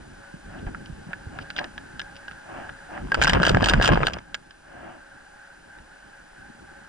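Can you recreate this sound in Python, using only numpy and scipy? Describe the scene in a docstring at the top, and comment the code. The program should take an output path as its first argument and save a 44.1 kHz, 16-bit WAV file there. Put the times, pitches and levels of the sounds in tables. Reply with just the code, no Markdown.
"""Wet dog shaking by a calm lake

A wet dog with a plastic case on its back shifts about and snuffles (shaped noise) while its harness ticks.
Then it shakes for about a second, five swings: at one end of each the case clatters (noise bursts through
resonances) and water sprays (grains); at the other it is thrown into the coat and thumps (dying sines).
Two microphones inside the case hear it, much of it through the case's hollow ring, over a faint hiss."""
import sys
import numpy as np
from scipy import signal
from scipy.fft import rfft, irfft, next_fast_len
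from scipy.io import wavfile
from scipy.ndimage import uniform_filter1d

SR = 44100
rng = np.random.default_rng(int(sys.argv[2]) if len(sys.argv) > 2 else 0)


def store_pcm(level_fs):
    """Save levels as 16-bit WAV."""
    pcm = np.round(np.clip(level_fs, -1, 1) * 32767).astype(np.int16)
    wavfile.write(sys.argv[1], SR, np.atleast_2d(pcm).T)


N = 303452
TIME = np.arange(N) / SR


def from_db(db):
    """Decibels to gain."""
    return 10 ** (np.asarray(db) / 20)


def rms_one(pair):
    """Scale a (sum, difference) pair so that the sum has rms 1."""
    return pair / np.sqrt(np.mean(pair[0] ** 2) + 1e-20)


def level_curve(rows):
    """Rows of (s, dB) as a gain over time, fading quickly outside their span."""
    s, db = np.transpose(rows)
    outside = np.maximum(np.maximum(s[0] - TIME, TIME - s[-1]), 0)
    return from_db(np.interp(TIME, s, db)) * np.exp(-outside / 0.024)


def log_frequencies(size):
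    """Natural log of each spectrum bin's frequency in Hz."""
    return np.log(np.maximum(np.arange(size // 2 + 1) * SR / size, 1))


def colour(x, points):
    """Shape a sound by a smooth spectrum."""
    hz, db = np.transpose(points)
    size = next_fast_len(N)
    gain = from_db(np.interp(log_frequencies(size), np.log(hz), db))
    return irfft(rfft(x, size) * gain, size)[..., :N]


def noise():
    """White noise as a (sum, difference) pair."""
    return rng.standard_normal((2, N))


def flicker(rate, depth_db):
    """A gain that wanders at random, with a new target `rate` times a second."""
    targets = rng.standard_normal(4000)
    return from_db(depth_db * np.interp(TIME * rate, np.arange(len(targets)), targets))


def grains(per_s, spread_db):
    """Tiny impacts of uneven size at random moments."""
    sizes = from_db(spread_db * np.minimum(rng.exponential(1, N), 4))
    return noise() * sizes * (rng.random(N) < per_s / SR)


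def resonance(x, hz, width):
    """One two-pole resonance with gain close to 1 on top; a wider one dies sooner."""
    r = np.exp(-np.pi * width / SR)
    feedforward = np.array([1, 0, -1]) * (1 - r * r) / 2
    feedback = [1, -2 * r * np.cos(2 * np.pi * hz / SR), r * r]
    return signal.lfilter(feedforward, feedback, x + 1e-18)


def lowpass(x, hz):
    """Gentle roll-off of the treble."""
    return signal.sosfilt(signal.butter(2, hz, fs=SR, output="sos"), x)


def add(out, s, sound):
    """Mix a sound in at a given time."""
    i = max(round(s * SR), 0)
    out[:, i:i + sound.shape[-1]] += sound[:, :N - i]


# Ringing modes of the plastic case.
# Each row: pitch in Hz before detuning, width in Hz, gain in dB over the direct sound.
CASE_MODES = [(343, 20.5, 9.5), (585, 30, 6), (722, 79, -2), (1465, 98, 2), (1641, 64, 18), (1616, 770, 6),
              (2857, 325, 15.5), (2920, 105, -14), (3107, 210, 14), (4790, 174, 13.5), (4900, 140, 2),
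              (7360, 93, 8), (10600, 1400, 8.5)]


def case(x, detune=1):
    """The plastic case adds its modes to whatever touches it."""
    return x + sum(from_db(db) * resonance(x, hz * detune, width) for hz, width, db in CASE_MODES)


# How hard the dog shakes. Each row: time in seconds, vigour in dB.
SHAKE_EFFORT = [(3.04, -13), (3.12, -7.5), (3.21, 3.5), (3.4, 3.5), (3.93, 4.5), (4.04, 0.5), (4.17, -14),
                (4.24, -26)]


def effort(s):
    """Vigour of the shake in dB; practically nothing before and after it."""
    return np.interp(s, *np.transpose(SHAKE_EFFORT), left=-100, right=-100)


# The swings of the shake. Each row: middle of the clatter in seconds, its length in seconds,
# clatter in relative dB, rubbing of the fur on the way back in relative dB.
SHAKE_SWINGS = [(3.274, 0.12, -11.5, -32), (3.47, 0.083, -7.5, -61), (3.683, 0.075, -9, -46),
                (3.846, 0.044, 2, -23.5), (4.078, 0.05, -10, -29.5)]


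def slap(s):
    """Gain of the clatter: it is on while a swing drives the case against its mount."""
    return sum(from_db(db) * np.exp(-(2 * (s - middle) / length) ** 4)
               for middle, length, db, _ in SHAKE_SWINGS)


THROW_LAG_S, THROW_S = 0.086, 0.027   # delay after the middle of a clatter; time to fall to 1/e either side


def throws():
    """One smooth hump per swing, as the weight of the case lands on the coat after the clatter."""
    return np.array([np.exp(-((TIME - middle - THROW_LAG_S) / THROW_S) ** 2) for middle, *_ in SHAKE_SWINGS])


def shake_moments(count):
    """Unevenly spaced moments from the start of the shake to its end."""
    start, end = 3.12, 4.19
    return start + (end - start) * (np.arange(count) + rng.random(count)) / count


# Colour of the open air. Each row: frequency in Hz, relative density in dB per Hz.
AIR_SPECTRUM = [(40, 14), (130, -17), (240, -8.5), (340, 5), (430, -12), (650, 4.5), (1050, 0), (1350, -4),
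                (2000, -19), (2600, -15), (5000, -39)]
# Colour of the thin hiss. Each row: frequency in Hz, relative density in dB per Hz.
HISS_SPECTRUM = [(1500, 8.5), (2300, 2.5), (2950, 4.5), (3700, -1.5), (4400, -0.5), (4850, 2), (5600, -1.5),
                 (8000, -3), (11000, -5)]
# Air in the case hums at its modes.
# Each row: pitch in Hz, width in Hz of each of two passes, level in dB before flicker and swell.
HOLLOW_BANDS = [(555.4, 19, -67), (820, 117, -62), (1551, 285, -53)]
# The background dips after the shake and comes back. Each row: time in seconds, gain in dB.
BACKGROUND_SWELL = [(0, 2.5), (3.1, 3.5), (4.2, -1.5), (4.6, -1.5), (5.3, 0), (6.88, 1)]


def background(air_db=-61, hiss_db=-58.5):
    """Open air over the lake, hollow bands where the case resonates, and thin hiss, all from noise."""
    air = from_db(air_db) * rms_one(colour(noise(), AIR_SPECTRUM))
    hollow = np.zeros((2, N))
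    for hz, width, db in HOLLOW_BANDS:
        band = resonance(resonance(noise(), hz, width), hz, width)
        hollow += from_db(db) * rms_one(band)
    hollow *= flicker(rate=13, depth_db=2.0)
    hiss = from_db(hiss_db) * rms_one(colour(noise(), HISS_SPECTRUM))
    return level_curve(BACKGROUND_SWELL) * (air + hollow + hiss)


# Harness shifting on the coat. Each row: time in seconds, level in dB before the trim.
HARNESS_SHIFT = [(0, -45), (0.3, -50.5), (0.68, -37.5), (1.0, -44.5), (1.85, -45), (2.15, -50), (2.6, -49),
                 (2.85, -54.5), (3.05, -40), (4.24, -56), (4.75, -56), (5.45, -61.5), (5.8, -56),
                 (6.2, -61), (6.55, -50), (6.88, -58)]
# Colour of the body's rumble, used for the shake as well.
# Each row: frequency in Hz, relative density in dB per Hz.
RUMBLE_SPECTRUM = [(15, -24), (33, 1), (60, -3.5), (110, -7), (190, -4.5), (300, -10.5), (500, -22.5),
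                   (1200, -62)]


def harness_shifting(trim_db=-1.5):
    """The body rumbles under the harness: low noise of wandering strength."""
    rumble = rms_one(colour(noise() * flicker(rate=25, depth_db=4.0), RUMBLE_SPECTRUM))
    return from_db(trim_db) * level_curve(HARNESS_SHIFT) * rumble


# The case bumps on the dog's back.
# Each row: start in seconds, level in dB before rise and decay, settled pitch in Hz.
BACK_BUMPS = [(0.34, -20.5, 163), (0.625, -24, 86), (0.666, -17, 33.3), (0.898, -16.5, 140),
              (0.925, -22, 45.6), (1.068, -21.5, 153), (1.089, -19.5, 174), (1.268, -18, 84.5),
              (3.185, -11.5, 35.5), (3.359, -9, 55.7), (3.40, -4, 169), (3.411, -8, 327), (3.518, -5, 45.4),
              (3.544, -5, 95), (3.621, -3.5, 222), (3.74, -0.5, 130), (3.907, 2, 107), (3.93, 1, 174),
              (4.016, -9.5, 138), (5.8, -35, 45), (6.498, -26, 217), (6.549, -35, 202)]
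BUMP_S, BUMP_HZ = 0.0067, 96   # dying time of a bump at this pitch; higher ones die sooner


def bumps(size=8192, rise_s=0.0046):
    """The case rocks briefly on the soft back, dropping in pitch as it settles."""
    out, t = np.zeros((2, N)), np.arange(size) / SR
    rows = np.vstack([BACK_BUMPS, jolts()])
    sideways_phases = rng.uniform(0, 2 * np.pi, len(rows))
    for (s, db, hz), sideways in zip(rows, sideways_phases):
        dying_s = BUMP_S * np.sqrt(BUMP_HZ / hz)
        turns = hz * t + 0.18 * (1 - np.exp(-t / 0.0015))
        swing = np.sin(2 * np.pi * turns + np.array([[0], [sideways]]))
        envelope = (1 - np.exp(-t / rise_s)) * np.exp(-t / dying_s)
        add(out, s, from_db(db) * swing * envelope)
    return out


def jolts(count=24, low_hz=70, high_hz=420, jolt_db=-17, uneven_db=5.0):
    """Rows like the bumps': further bumps of random pitch, all through the shake."""
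    s = shake_moments(count)
    hz = low_hz * (high_hz / low_hz) ** rng.random(count)
    db = jolt_db + effort(s) + uneven_db * rng.standard_normal(count)
    return np.transpose([s, db, hz])


# The dog's puffs through its nose. Each row: peak in seconds, rise in seconds, fall in seconds,
# level in dB before case and trim, flutter from 0 to 1.
NOSE_PUFFS = [(0.545, 0.078, .11, -49, 0.2), (0.67, .01, 0.034, -42, 0), (1.115, 0.048, .035, -49, 0),
              (1.37, .08, .11, -47.5, 0.08), (1.605, 0.062, 0.092, -40, 0.2),
              (2.578, 0.15, 0.15, -42, 0.36), (2.959, 0.088, 0.084, -40.5, 0.17),
              (4.87, .27, 0.18, -46.5, 0.08)]
# Colour of the breath. Each row: frequency in Hz, relative density in dB per Hz.
PUFF_SPECTRUM = [(100, -0.5), (220, 3), (450, -9.5), (750, 3.5), (1100, -10.5), (1600, -14), (2200, -18),
                 (3000, -32), (4000, -47), (8000, -66)]


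def snuffles(mean_flutter_hz=240, snore_db=-2, trim_db=-1.0):
    """Air rushes through the dog's nose; in some puffs the nostrils flutter, and snore at the height."""
    flow, snore = np.zeros(N), np.zeros(N)
    flutter_hz = mean_flutter_hz * flicker(rate=27, depth_db=8.0)   # the pitch wanders widely
    cycle = np.sin(2 * np.pi * np.cumsum(flutter_hz) / SR)
    for peak, rise, fall, db, flutter in NOSE_PUFFS:
        swell = np.interp(TIME - peak, [-rise, 0, fall], [0, 1, 0])
        flutter = np.clip(flutter, 0, 1)
        flow += from_db(db) * swell * (1 + flutter * cycle)
        snore += from_db(db + snore_db) * flutter * swell ** 5 * cycle
    breath = flow * rms_one(colour(noise(), PUFF_SPECTRUM))
    return case(breath) * from_db(trim_db) + snore


# Hard contacts of the case and its mount that stand out.
# Each row: start in seconds, knock in dB, click in dB, both before the gain of the part.
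HARD_CONTACTS = [(0.666, -46, -49), (0.747, -31.5, -60), (1.132, -28.5, -41), (1.388, -30, -35.5),
                 (1.503, -31.5, -31.5), (1.564, -37, -27), (1.587, -22.5, -31), (1.643, -35.5, -31.5),
                 (1.779, -33, -33.5), (1.995, -31, -26), (2.016, -35.5, -35), (2.281, -33.5, -38.5),
                 (2.312, -39, -42.5), (2.692, -33, -44), (2.977, -31.5, -54), (3.119, -16.5, -32.5),
                 (3.1444, -18, -17), (3.2156, -15.5, -16), (3.2236, -18, -11.5), (3.2372, -23, -14),
                 (3.2452, -17, -17), (3.271, -18, -37), (3.277, -19, -15), (3.296, -16.5, -11.5),
                 (3.3334, -16, -15.5), (3.4315, -13, -19.5), (3.451, -19, -16), (3.4661, -20, -14),
                 (3.494, -18.5, -13), (3.547, -14.5, -39), (3.624, -28, -23.5), (3.642, -34, -12),
                 (3.659, -22, -18), (3.686, -20.5, -12.5), (3.697, -19.5, -10.5), (3.7358, -13, -18.5),
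                 (3.813, -18, -24), (3.827, -26, -23), (3.858, -24, -15), (3.8765, -19, -13.5),
                 (4.032, -17.5, -29.5), (4.069, -19.5, -12), (4.135, -39, -26.5), (4.186, -38, -41),
                 (4.3444, -27.5, -19), (4.508, -47.5, -43), (5.786, -48, -54)]
# Dull flaps of wet ears and coat against the case. Each row: start in seconds, thud in dB before the trim.
DULL_FLAPS = [(1.614, -32), (3.369, -19), (3.401, -20.5), (3.416, -19), (3.475, -13.5), (3.57, -11.5),
              (3.63, -14), (3.67, -20), (3.799, -16.5), (3.89, -9.5), (3.974, -15), (4.005, -23),
              (4.08, -24), (4.169, -31.5)]
THUD_DB, PADDED_DB = -9, 6.5   # thud against its knock; added when the case is pressed into the coat
FLAP_KNOCK_DB, FLAP_CLICK_DB = -6.5, -35   # how much of a flap rings the case, against its thud


def contacts(count=120, soft_db=-35, knock_db=-29, click_db=-22, slack_db=-33, knock_follows=0.45,
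             uneven_db=5.5):
    """Rows of (s, thud dB, knock dB, click dB): hard contacts, rebounds, flaps, and touches with the swings."""
    s, knock, click = np.transpose(HARD_CONTACTS)
    pressed = np.clip(from_db(effort(s) / 2) * (1 - slap(s)), 0, 1)
    hard = np.transpose([s, knock + THUD_DB + PADDED_DB * pressed, knock, click])
    flaps = [(s, db, db + FLAP_KNOCK_DB, db + FLAP_CLICK_DB) for s, db in DULL_FLAPS]
    # a scatter of lesser touches, brighter while the case clatters
    s = shake_moments(count)
    bright = 20 * np.log10(slap(s) + from_db(slack_db))
    levels = np.transpose([np.full(count, soft_db), knock_db + knock_follows * bright, click_db + bright])
    levels = levels + effort(s)[:, None] + uneven_db * rng.standard_normal((count, 3))
    touches = np.column_stack([s, levels])
    return np.vstack([touches, hard, rebounds(hard), flaps])


def rebounds(hard, delay_s=0.0042, rebound_db=-8, uneven_db=3.5):
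    """The case springs back and touches again a few milliseconds after each hard contact."""
    chance = rng.standard_normal(hard.shape)
    s = hard[:, 0] + delay_s * np.exp(.3 * chance[:, 0])
    return np.column_stack([s, hard[:, 1:] + rebound_db + uneven_db * chance[:, 1:]])


# The ringing parts of a contact, first the hollow knock, then the bright click.
# Each row: low edge in Hz, high edge in Hz, dying time in seconds, snap against the chatter, gain in dB.
RINGING_PARTS = [(1278, 2262, 0.0006, 4.1, 1.5), (2140, 7600, 0.0013, 3.3, -3.5)]


def rattle(hits, size=2048, chatter_db=-24, chatter_s=.008):
    """Each contact is a snap and a brief chatter that set the case ringing, as a knock and a click."""
    out, t = np.zeros((2, N)), np.arange(size) / SR
    # strap pressure and water shift the modes a little from hit to hit
    detunes = 1 + .03 * rng.standard_normal(len(hits))
    for k, (low, high, dying_s, snap, gain_db) in enumerate(RINGING_PARTS):
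        envelope = np.exp(-t / dying_s) + from_db(chatter_db) * np.exp(-t / chatter_s)
        force = rng.standard_normal((len(hits), 2, size)) * envelope
        force[:, :, 0] += snap * rng.choice([-1, 1], (len(hits), 2))
        band = signal.butter(3, [low, high], "band", fs=SR, output="sos")
        pushes = signal.sosfilt(band, force)
        for row, push, detune in zip(hits, pushes, detunes):
            db = row[k + 2]
            ring = struck(case(push, detune), (low, high), db)
            add(out, row[0], ring * from_db(db + gain_db))
    return out


def struck(ring, band, db, hard_db=-16, octave_db=22, scatter=0.304, spot_db=6):
    """Harder contacts reach higher, and each favours a pitch of its own spot; loudest 3 ms at rms 1."""
    low, high = band
    top_hz = np.clip(1.18 * high * 2 ** ((db - hard_db) / octave_db), 1.4 * low, .45 * SR)
    ring = lowpass(ring, top_hz)
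    spot_hz = low * (high / low) ** np.clip(0.349 + scatter * rng.standard_normal(), 0, 1)
    ring = ring + from_db(spot_db) * resonance(ring, spot_hz, 0.089 * spot_hz)
    power = uniform_filter1d(ring ** 2, size=132, axis=-1)   # over 3 ms
    return ring / np.sqrt(power.max(axis=-1, keepdims=True))


def thuds(hits, size=1024, mid_hz=780, octave_db=24, cycles=0.99, rise_cycles=0.094, trim_db=-0.5):
    """The padded part of a contact is one quick swing; harder contacts are shorter and so higher."""
    out, t = np.zeros((2, N)), np.arange(size) / SR
    chances = rng.standard_normal((len(hits), 2, 2))
    for (s, thud_db, knock_db, _), chance in zip(hits, chances):
        hardness = np.clip((knock_db - thud_db) / octave_db, -.8, .25)   # in octaves
        turns = mid_hz * 2 ** (hardness + 0.3 * chance[:, :1]) * t
        swing = np.sin(2 * np.pi * turns) * (1 - np.exp(-turns / rise_cycles)) * np.exp(-turns / cycles)
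        # a thud's level is its energy spread over 3 ms
        height = np.sqrt(.003 * SR / np.sum(swing[0] ** 2)) * from_db(thud_db + trim_db)
        add(out, s, height * swing * np.sign(chance[:, 1:]))
    return out


# Wet crackles of the harness on the coat.
# Each row: start in seconds, peak in seconds, end in seconds, gain at the peak in dB.
HARNESS_CRACKLES = [(0.842, 0.857, 0.89, -51), (1.39, 1.4, 1.5, -52), (1.556, 1.591, 1.625, -33.5),
                    (2.13, 2.165, 2.185, -50), (3.91, 3.933, 3.98, -30)]
# Colour of the pops. Each row: frequency in Hz, relative density in dB per Hz.
CRACKLE_SPECTRUM = [(700, 1), (1400, -32), (2100, 4), (3300, -4), (4500, 0.5), (5800, -4), (8000, -27)]


def crackles():
    """Wet straps peel off the fur in short runs of tiny pops."""
    peel = sum(from_db(db) * np.interp(TIME, [start, peak, end], [0, 1, 0]) ** 2
               for start, peak, end, db in HARNESS_CRACKLES)
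    pops = grains(per_s=430, spread_db=-3.0)
    return peel * rms_one(case(colour(pops, CRACKLE_SPECTRUM)))


def heaving(rumble_db=-31.5, throw_db=-26, top_hz=160):
    """The shaking body rumbles deeply, swelling at each throw; levels are before the vigour."""
    strength = from_db(rumble_db) + from_db(throw_db) * throws().sum(axis=0)
    deep = rms_one(lowpass(colour(noise(), RUMBLE_SPECTRUM), top_hz))
    return from_db(effort(TIME)) * strength * deep


# Colour of water droplets. Each row: frequency in Hz, relative density in dB per Hz.
SPRAY_SPECTRUM = [(800, 9), (2200, -9.5), (3500, -4.5), (5500, -5), (8000, -6), (11000, -26)]


def water_spray(spray_db=-35, drip_db=-52):
    """Droplets pepper the case with each clatter and drip between; levels are before the vigour."""
    strength = from_db(drip_db) + from_db(spray_db) * slap(TIME)
    droplets = grains(per_s=3400, spread_db=2.5)
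    return from_db(effort(TIME)) * strength * rms_one(case(colour(droplets, SPRAY_SPECTRUM)))


# Colour of wet fur. Each row: frequency in Hz, relative density in dB per Hz.
FUR_SPECTRUM = [(120, -1), (280, 2.5), (600, 3), (1000, 6), (1600, -8.5), (2300, -7.5), (3500, -26.5),
                (8000, -41)]


def fur_rubbing(fur_db=-39, scrub_trim_db=-1):
    """Wet fur rubs the case and scrubs it at each throw; levels are before the vigour."""
    scrubs = from_db(scrub_trim_db + np.array(SHAKE_SWINGS)[:, -1]) @ throws()
    strength = from_db(fur_db) + scrubs
    fur = rms_one(case(colour(grains(per_s=600, spread_db=2.0), FUR_SPECTRUM)))
    fur = rms_one(fur * flicker(rate=89, depth_db=2.5))   # the coat touches and leaves the case in clumps
    return from_db(effort(TIME)) * strength * fur


# Left-right difference against the sum. Each row: frequency in Hz, difference in dB,
# share that is the sum a quarter cycle late (held to -1..1, negative is early).
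STEREO_WIDTH = [(30, -19, 0.95), (100, -11.5, -0.44), (200, -4.5, 1), (377, 6, 0.68), (790, -4, 0.26),
                (1130, 2, 0.69), (1630, -14, 0.1), (2060, -3, 0.94), (2560, 5, -0.26), (3040, -4.5, -1.06),
                (3980, 6, 0.64), (4370, -5.5, 1), (6700, 0.5, 0.98), (10600, -5.5, 0.72)]


def microphones(mid, side):
    """Two microphones in the case differ partly by the sum a quarter cycle off, partly by their own sound."""
    hz, db, late = np.transpose(STEREO_WIDTH)
    size = next_fast_len(N)
    log_hz = log_frequencies(size)
    share = np.clip(np.interp(log_hz, np.log(hz), late), -1, 1)
    own = np.sqrt(1 - share ** 2) * rfft(side, size)
    shifted = -1j * share * rfft(mid, size)
    width = from_db(np.interp(log_hz, np.log(hz), db))
    difference = irfft((own + shifted) * width, size)[:N]
    return np.array([mid + difference, mid - difference])


def scene():
    """The dog, its harness and the lake, heard from inside the case."""
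    hits = contacts()
    quiet = background() + harness_shifting() + snuffles() + crackles()
    impacts = bumps() + rattle(hits) + thuds(hits)
    shake = heaving() + water_spray() + fur_rubbing()
    mid, side = quiet + impacts + shake
    return microphones(mid, side)


def record(dry):
    """Peaks are rounded and the top is cut steeply."""
    top, cutoff_hz = 0.48, 11050
    rounded = top * np.tanh(dry / top)
    return signal.sosfilt(signal.ellip(10, .3, 70, cutoff_hz, fs=SR, output="sos"), rounded)


dry = scene()
out = record(dry)
store_pcm(out)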